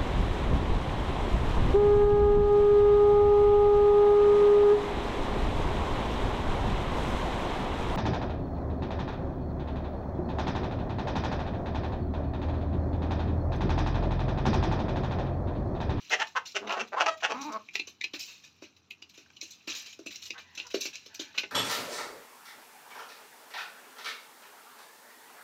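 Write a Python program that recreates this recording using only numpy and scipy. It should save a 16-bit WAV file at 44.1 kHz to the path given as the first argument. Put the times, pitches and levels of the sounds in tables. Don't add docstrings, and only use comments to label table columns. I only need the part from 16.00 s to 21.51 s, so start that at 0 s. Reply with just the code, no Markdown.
import sys
import numpy as np
from scipy import signal
from scipy.fft import rfft, irfft, next_fast_len
from scipy.io import wavfile
from scipy.ndimage import uniform_filter1d

SR = 44100
rng = np.random.default_rng(int(sys.argv[2]) if len(sys.argv) > 2 else 0)


def persist_wave(psi):
    counts = np.round(np.clip(psi, -1, 1) * 32767).astype(np.int16)
    wavfile.write(sys.argv[1], SR, np.atleast_2d(counts).T)


N = 242991

TOP_HZ = 16000
# frequency in Hz, gain in dB.
GRAIN_COLOUR = [(150, -20.5), (300, -13), (800, -9), (1500, -4), (2000, -4), (2500, 6.5), (3400, -2.5),
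                (4000, 4), (4600, -4.5), (6000, 0.5), (7000, -8), (16000, -12.5)]


def amp(db):
    return 10 ** (np.asarray(db) / 20)


def unit(x):
    return x / np.sqrt(np.mean(x ** 2) + 1e-20)


def crest(x, size):
    return x / np.sqrt(np.max(uniform_filter1d(x ** 2, size)) + 1e-20)


def along(points, hz):
    freqs, values = np.transpose(points)
    return np.interp(np.log(hz + 1), np.log(freqs + 1), values)


def curves(rows, t):
    times, *columns = np.transpose(rows)
    return [np.interp(t, times, column) for column in columns]


def filtered(x, response):
    size = next_fast_len(len(x) + 8192)
    return irfft(rfft(x, size) * response(np.fft.rfftfreq(size, 1 / SR)), size)[:len(x)]


def coloured(x, colour):
    return filtered(x, lambda f: amp(along(colour, f)))


def resonate(x, modes, order):
    def band(f, hz, width):
        return (1j * f * width / (hz * hz - f * f + 1j * f * width)) ** order
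    return filtered(x, lambda f: sum((-1) ** (k * order) * amp(db) * band(f, hz, width * np.sqrt(order))
                                     for k, (hz, width, db) in enumerate(modes)))


def add(track, start, sound):
    i = max(round(start * SR), 0)
    track[i:i + len(sound)] += sound[:len(track) - i]


def scatter(x, share_db, reach_s=.009, count=8):
    paths = np.zeros(int(reach_s * SR) + 20)
    gains = amp(share_db) * rng.standard_normal(count).clip(-1.5, 1.5) / np.sqrt(count)
    paths[rng.integers(18, len(paths), count)] = gains
    paths[0] = 1
    return signal.fftconvolve(x, paths)[:len(x)]


def yard_air(air_db=-72, drone_db=-80, drone_hz=86):
    # frequency in Hz, gain in dB.
    air_colour = [(25, -46.5), (60, -12.5), (86, 13.5), (110, 4), (170, 0.5), (300, -1), (600, -11.5),
                  (1200, -5.5), (3000, -25.5), (8000, -32.5), (16000, -36)]
    air = unit(coloured(rng.standard_normal(N), air_colour))
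    drone = unit(resonate(rng.standard_normal(N), [(drone_hz, 5, 0)], order=2))
    return amp(air_db) * air + amp(drone_db) * drone


def kernels(n, per_s, spread_db, rub, tick_t60=.012):
    count, t = int(n * per_s / SR) + 1, np.arange(SR // 100) / SR
    size, pitch = rng.standard_normal((2, count, 1)).clip(-2, 2)
    hz = 5000 * np.exp(.55 * pitch)
    envelope = amp(spread_db * size - 60 * t / tick_t60) * np.minimum(hz * t / 2, 1)
    ticks = envelope * np.sqrt(hz) * np.sin(2 * np.pi * hz * t)
    positions = rng.integers(0, n, (count, 1)) + np.arange(len(t))
    hits = np.bincount(positions.ravel(), ticks.ravel(), n)[:n]
    return unit(unit(hits) + rub * rng.standard_normal(n))


def tumble(t60, tilt_db, rise_s=.005):
    def colour(f):
        return amp(along(GRAIN_COLOUR, f) + tilt_db * np.log2(np.clip(f, 1500, 8000) / 4000))
    t = np.arange(SR // 4) / SR
    ticks = scatter(kernels(len(t), per_s=2600, spread_db=4, rub=.55), share_db=-3)
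    envelope = amp(-60 * np.maximum(t - rise_s, 0) / t60) * np.minimum(t / rise_s, 1)
    return envelope * unit(filtered(ticks, colour))


def flock(gain_db=2, nibbles_per_s=4.6, nibble_over_shuffle_db=13):
    # time in seconds, relative level in dB.
    bustle = [(0.17, -57), (0.48, -71), (0.78, -63), (1.08, -72.5), (1.39, -57.5), (1.69, -67), (2.0, -72),
              (2.3, -66.5), (2.6, -69.5), (2.91, -76.5), (3.21, -69.5), (3.51, -67.5), (3.82, -64),
              (4.12, -67.5), (4.43, -69), (4.73, -59.5), (5.03, -65.5), (5.34, -63)]
    busy_db, = curves(bustle, np.arange(N) / SR)
    out = unit(coloured(kernels(N, per_s=1800, spread_db=3.5, rub=.9), GRAIN_COLOUR))
    for k, (late, force) in enumerate(rng.random((int(nibbles_per_s * N / SR), 2))):
        nibble = amp(nibble_over_shuffle_db) * 2 * force * tumble(t60=.09, tilt_db=2)
        add(out, (k + late) / nibbles_per_s, nibble)
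    return amp(busy_db + gain_db) * out


def syrinx(pitch, rough, jitter, doubling):
    n, rough = len(pitch), np.clip(rough, 0, 1)
    unsteady, shimmer = (unit(uniform_filter1d(rng.standard_normal(n), size=110)) for _ in range(2))
    phase = np.cumsum(pitch * (1 + jitter * rough * unsteady)) / SR
    harmonics = np.arange(1, int(TOP_HZ / np.max(pitch)))
    strength = amp(3 * rough * shimmer) * (1 + doubling * np.sqrt(rough) * np.cos(np.pi * phase))
    puffs = unit(np.cos(2 * np.pi * np.outer(phase, harmonics)).sum(axis=1) * strength)
    breath = unit(rng.standard_normal(n) * (1 + np.cos(2 * np.pi * phase)) ** 2)
    breath_share = rough ** 2 / 2
    return np.sqrt(1 - breath_share) * puffs + np.sqrt(breath_share) * breath


def squawks(attack_s=.036, release_s=.028, pitch_sag=.1448, mouth_sag=.21, beak_hz=2570):
    # start and length in seconds, level in dB, pitch in Hz,
    # roughness (full at 1), throat and mouth resonances in Hz, gain of the beak's sharp edge in dB.
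    calls = [ (.1, 0.067, -22.5, 449.8, 0.84, 730, 1946, -2.5),
             (0.187, .036, -30.5, 400, 0.98, 775, 1680, -4), (.206, 0.035, -26, 416, 0.83, 950, 1530, -5),
             (0.35, 0.044, -27, 522.8, 0.5, 1060, 1370, -6),
             (0.543, 0.044, -27.5, 400, 0.77, 720, 1530, 3.5),
             (0.599, 0.11, -45.5, 208.5, 0.64, 482, 810, -16),
             (0.681, 0.092, -32.5, 371.3, 0.71, 793, 1130, -5),
             (0.759, .04, -35, 380.5, 0.74, 745, 1160, -8.5), (.785, .048, -31.5, 400, 0.83, 730, 1260, 3),
             (0.801, 0.051, -48.5, 231.4, 0.17, 248, 900, -18),
             (0.916, 0.05, -34.5, 382.7, 0.8, 810, 1050, -34),
             (0.956, 0.063, -29.5, 541.5, 0.55, 980, 1150, -10.5),
             (0.989, .052, -21.5, 337.1, .7, 850, 1340, -2), (1.057, .02, -25.5, 432, 1.17, 880, 1300, 0),
             (1.068, 0.039, -26, 639.7, .3, 880, 1290, -1.5),
             (1.082, 0.084, -41.5, 639, 0.04, 680, 1280, -11),
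             (1.22, 0.055, -24, 334.2, .81, 850, 1500, -1), (1.285, .054, -31.5, 298.2, 0.86, 710, 1200, 0),
             (3.26, 0.0089, -61.5, 760, .3, 1400, 1550, -23),
             (3.301, 0.0085, -56.5, 803, 0.45, 1120, 1590, 4.5),
             (4.332, 0.083, -50.5, 507, 0.84, 1055, 1500, -20),
             (4.429, 0.16, -61.5, 500, .5, 1010, 1830, -9),
             (4.634, 0.064, -55.5, 487, 0.27, 1000, 1200, -14),
             (5.079, .27, -59, 473, 0.87, 950, 1570, -11)]
    # frequency in Hz, gain in dB.
    voice_colour = [(150, -6), (350, -3.5), (650, -4.5), (7000, -1.5), (9500, -1), (16000, -14.5)]
    out = np.zeros(N)
    for start, length, db, pitch_hz, rough, throat_hz, mouth_hz, edge_db in calls:
        t = np.arange(0, length, 1 / SR)
        attack = .1 + t / attack_s
        ramp = np.minimum(np.minimum(attack, (length - t) / release_s), 1)
        effort = np.sin(np.pi / 2 * ramp / ramp.max())
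        pitch = pitch_hz * (1 + pitch_sag * rough * (effort - 1))
        source = scatter(syrinx(pitch, rough, jitter=.15, doubling=.6), share_db=-2)
        throat = (throat_hz, 420, -17.5 * np.log2(mouth_hz / 1340))
        closing = resonate(source, [throat, (mouth_hz * (1 - mouth_sag), 460, 0)], order=2)
        wide = resonate(source, [throat, (mouth_hz, 460, 0)], order=2)
        body = closing + effort ** 2 * (wide - closing)
        rasp_db = edge_db - 11.5
        rasp = [(3900, 600, rasp_db - 16.5), (5700, 1000, rasp_db), (7300, 1500, rasp_db - 15.5)]
        edge = resonate(source, [(beak_hz, 480, edge_db)] + rasp, order=2)
        voice = coloured(body + edge * effort, voice_colour) * np.abs(effort) ** 1.91
        add(out, start, amp(db) * crest(voice, size=441))
    return out


def grain_sweeps(gain_db=-2):
    # start in seconds, relative level in dB, t60 in seconds, tilt in dB per octave.
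    strokes = [(.452, -39, 0.26, 2.5), (0.666, -37, 0.11, -10), (1.2, -42.5, 0.068, -4),
               (1.408, -38, 0.22, 5.5), (1.732, -43.5, 0.3, -0.5), (2.188, -34, 0.37, 5.5),
               (2.274, -44, 0.43, 0), (2.434, -47, 0.2, 0.5), (2.9, -51, 0.1, 14), (3.135, -51.5, 0.25, 1),
               (3.502, -43.5, 0.2, 6), (3.745, -33, 0.26, 6), (3.855, -41, 0.25, 1),
               (4.103, -41.5, 0.43, 1), (4.217, -39.5, .2, 4), (4.25, -39, 0.16, 2.5),
               (4.376, -41.5, 0.18, -4.5), (4.572, -39, .23, -4.5), (4.701, -39, 0.11, 0),
               (4.803, -28, 0.19, 6.5), (4.926, -44, 0.4, -1), (5.14, -38.5, 0.094, 5),
               (5.341, -43, 0.19, -9.5)]
    out = np.zeros(N)
    for start, db, t60, tilt_db in strokes:
        add(out, start, amp(db + gain_db) * tumble(t60, tilt_db, rise_s=.009))
    return out


def sharp_clicks(lead_in_db=-14, chatter_db=-8, chatter_t60=.04, treble_lift_db=10, ring_db=-33):
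    # time in seconds, level in dB, relative treble in dB, resonance in Hz.
    clicks = [(.521, -46, 1.5, 2520), (0.6952, -30.5, -24, 2790), (0.7086, -30.5, -26, 2450),
              (0.7242, -32, -14.5, 2910), (1.688, -40, -26, 2356), (1.755, -22.5, -21.5, 2400),
              (1.797, -26.5, -25, 2570), (2.013, -29.5, -19, 2215), (2.042, -25, -24.5, 2490),
              (2.909, -37.5, -21, 2690), (3.024, -41, -22, 2820), (3.368, -45.5, -13.5, 2840),
              (3.414, -31.5, -3.5, 2470), (4.071, -34, -41, 2620), (4.159, -35.5, -3, 2750),
              (4.306, -29, -19.5, 2530), (4.577, -36, -17, 2650), (4.6, -30.5, -32, 2700),
              (4.669, -42, 5, 2530), (4.956, -35, -8, 2640), (5.382, -22.5, -16, 2570)]
    # frequency in Hz, width in Hz, gain in dB.
    pan_modes = [(400, 217, -25), (1500, 4100, -26), (2910, 1200, -31), (4040, 580, -2), (5010, 410, -5.5),
                 (5520, 1050, -2), (12400, 2600, -21)]
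    # frequency in Hz, relative level in dB, t60 in seconds.
    hopper_modes = [(1510, -25.5, 0.29), (1940, -10, 0.4), (2987, -5.5, 0.82)]
    out, t = np.zeros(N), np.arange(-SR // 200, SR // 3) / SR
    after = np.maximum(t, 0)
    for time, db, treble_db, click_hz in clicks:
        noise_db = np.where(t < 0, lead_in_db + 2000 * t, chatter_db - 60 * t / chatter_t60)
        noise = amp(noise_db) * rng.standard_normal(len(t)) / 4
        impulse = scatter(noise + (t == 0), share_db=-7.5)
        modes = [(hz, width, level + 2 * rng.standard_normal())
                 for hz, width, level in sorted(pan_modes + [(click_hz, 380, 0)])]
        click = resonate(impulse, modes, order=2)
        click = coloured(click, [(3000, .004), (5500, treble_db + treble_lift_db)])
        ring = sum(amp(level + rng.normal(0, 5.5) - 60 * after / t60) * np.sin(2 * np.pi * hz * after)
                   for hz, level, t60 in hopper_modes)
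        add(out, time + t[0], amp(db) * (crest(click, size=88) + amp(ring_db) * ring))
    return out


def growl(gain_db=-3, fade_s=.016, open_below_hz=236, shut_above_hz=283):
    # time in seconds, pitch in Hz, relative level in dB, relative roughness.
    contour = [(1.33, 237.2, -36, 0.79), (1.412, 284.4, -40, 0.22), (1.438, 262.4, -42, 0.58),
               (1.458, 306.4, -38.5, 0.08), (1.49, 294.5, -38, 0.6), (1.514, 213, -40.5, 0.69),
               (1.562, 216, -38, 0.54), (1.585, 186, -39.5, 0.74)]
    # frequency in Hz, width in Hz, gain in dB.
    shut_modes = [(262, 210, -5), (950, 157, 2), (2400, 240, -11), (3870, 220, -16), (6500, 2300, -46)]
    # frequency in Hz, width in Hz, gain in dB.
    open_modes = [(230, 64, -5), (617, 210, 5.5), (1096, 215, 13), (2250, 180, 0), (4430, 450, -9)]
    out, t = np.zeros(N), np.arange(contour[0][0], contour[-1][0], 1 / SR)
    pitch, db, rough = curves(contour, t)
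    opening = np.clip((shut_above_hz - pitch) / (shut_above_hz - open_below_hz), 0, 1)
    source = syrinx(pitch, .77 * rough, jitter=.1, doubling=.27)
    shut, wide = (unit(resonate(source, modes, order=2)) for modes in (shut_modes, open_modes))
    voice = np.sqrt(1 - opening) * shut + np.sqrt(opening) * wide
    fade = np.clip(np.minimum(t - t[0], t[-1] - t) / fade_s, 0, 1)
    add(out, t[0], amp(db + gain_db) * fade * voice)
    return out


def knocks(rock_db=-36, rock_t60=.095, jump_db=-2):
    # time in seconds, thud level in dB, thud pitch in Hz, then the grain's
    # relative level in dB, t60 in seconds and tilt in dB per octave.
    thrusts = [(1.875, -55.5, 430, -39.5, 0.14, 0), (2.139, -44, 303, -34.5, 0.17, -2),
               (2.624, -47.5, 306, -43.5, .18, -3), (3.179, -56, 372, -48.5, 0.22, -1.5),
               (3.428, -56, 326, -41, 0.24, 3.5), (3.677, -45, 295, -32.5, 0.56, -1.5),
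               (3.993, -45.5, 365, -49.5, .1, 4), (4.064, -45.5, 291, -39, 0.13, 2.5),
               (4.744, -26.5, 404, -30, 0.16, -2.5), (4.855, -44.5, 338, -29.5, .13, -1),
               (5.063, -56.5, 445, -42, 0.084, 0.5), (5.197, -42.5, 320, -34, 0.22, -0.5),
               (5.38, -53.5, 530, -27, 0.15, -4.5), (5.436, -48.5, 387, -36.5, 0.074, -11)]
    out, t = np.zeros(N), np.arange(SR // 4) / SR
    for time, db, thud_hz, grain_db, grain_t60, tilt_db in thrusts:
        push = amp(rock_db - 60 * t / rock_t60) * rng.standard_normal(len(t))
        push[0] += 1
        modes = [(270, 70, -9), (thud_hz, 125, 0), (580, 170, -11), (1120, 260, -23), (1450, 250, -19)]
        thud = resonate(push, modes, order=3)
        add(out, time - .001, amp(db) * crest(thud, size=132))
        jump = amp(grain_db + jump_db) * tumble(grain_t60, tilt_db)
        add(out, time - .0054, jump)
    return out


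def wall_echo(x, delay_s):
    # frequency in Hz, t60 in seconds.
    decay_times = [(200, 0.28), (1400, 0.15), (4000, 0.14), (10000, 0.12)]
    hz, t, spectrum = signal.stft(rng.standard_normal(SR // 2), SR, nperseg=256)
    decay = amp(-60 * t / along(decay_times, hz)[:, None])
    tail = signal.istft(spectrum * decay, SR, nperseg=256)[1]
    delayed = np.pad(x, (round(delay_s * SR), 0))
    return signal.fftconvolve(delayed, tail / np.linalg.norm(tail))[:N]


def scene():
    voices = squawks() + growl()
    clatter = sharp_clicks() + knocks() + grain_sweeps() + flock()
    echo = amp(-8.5) * (wall_echo(voices, delay_s=.0044) + wall_echo(clatter, delay_s=.005))
    return (voices + clatter + echo + yard_air())[None]


def record(dry):
    # frequency in Hz, gain in dB.
    mic_response = [(30, -12), (200, 6), (6500, -1), (7300, -0.5), (8200, -18), (9500, -22), (11000, -15),
                    (12500, -5), (15500, -10.5)]
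    return np.array([filtered(ch, lambda f: amp(along(mic_response, f)) * (f < TOP_HZ)) for ch in dry])


dry = scene()
out = record(dry)
persist_wave(out)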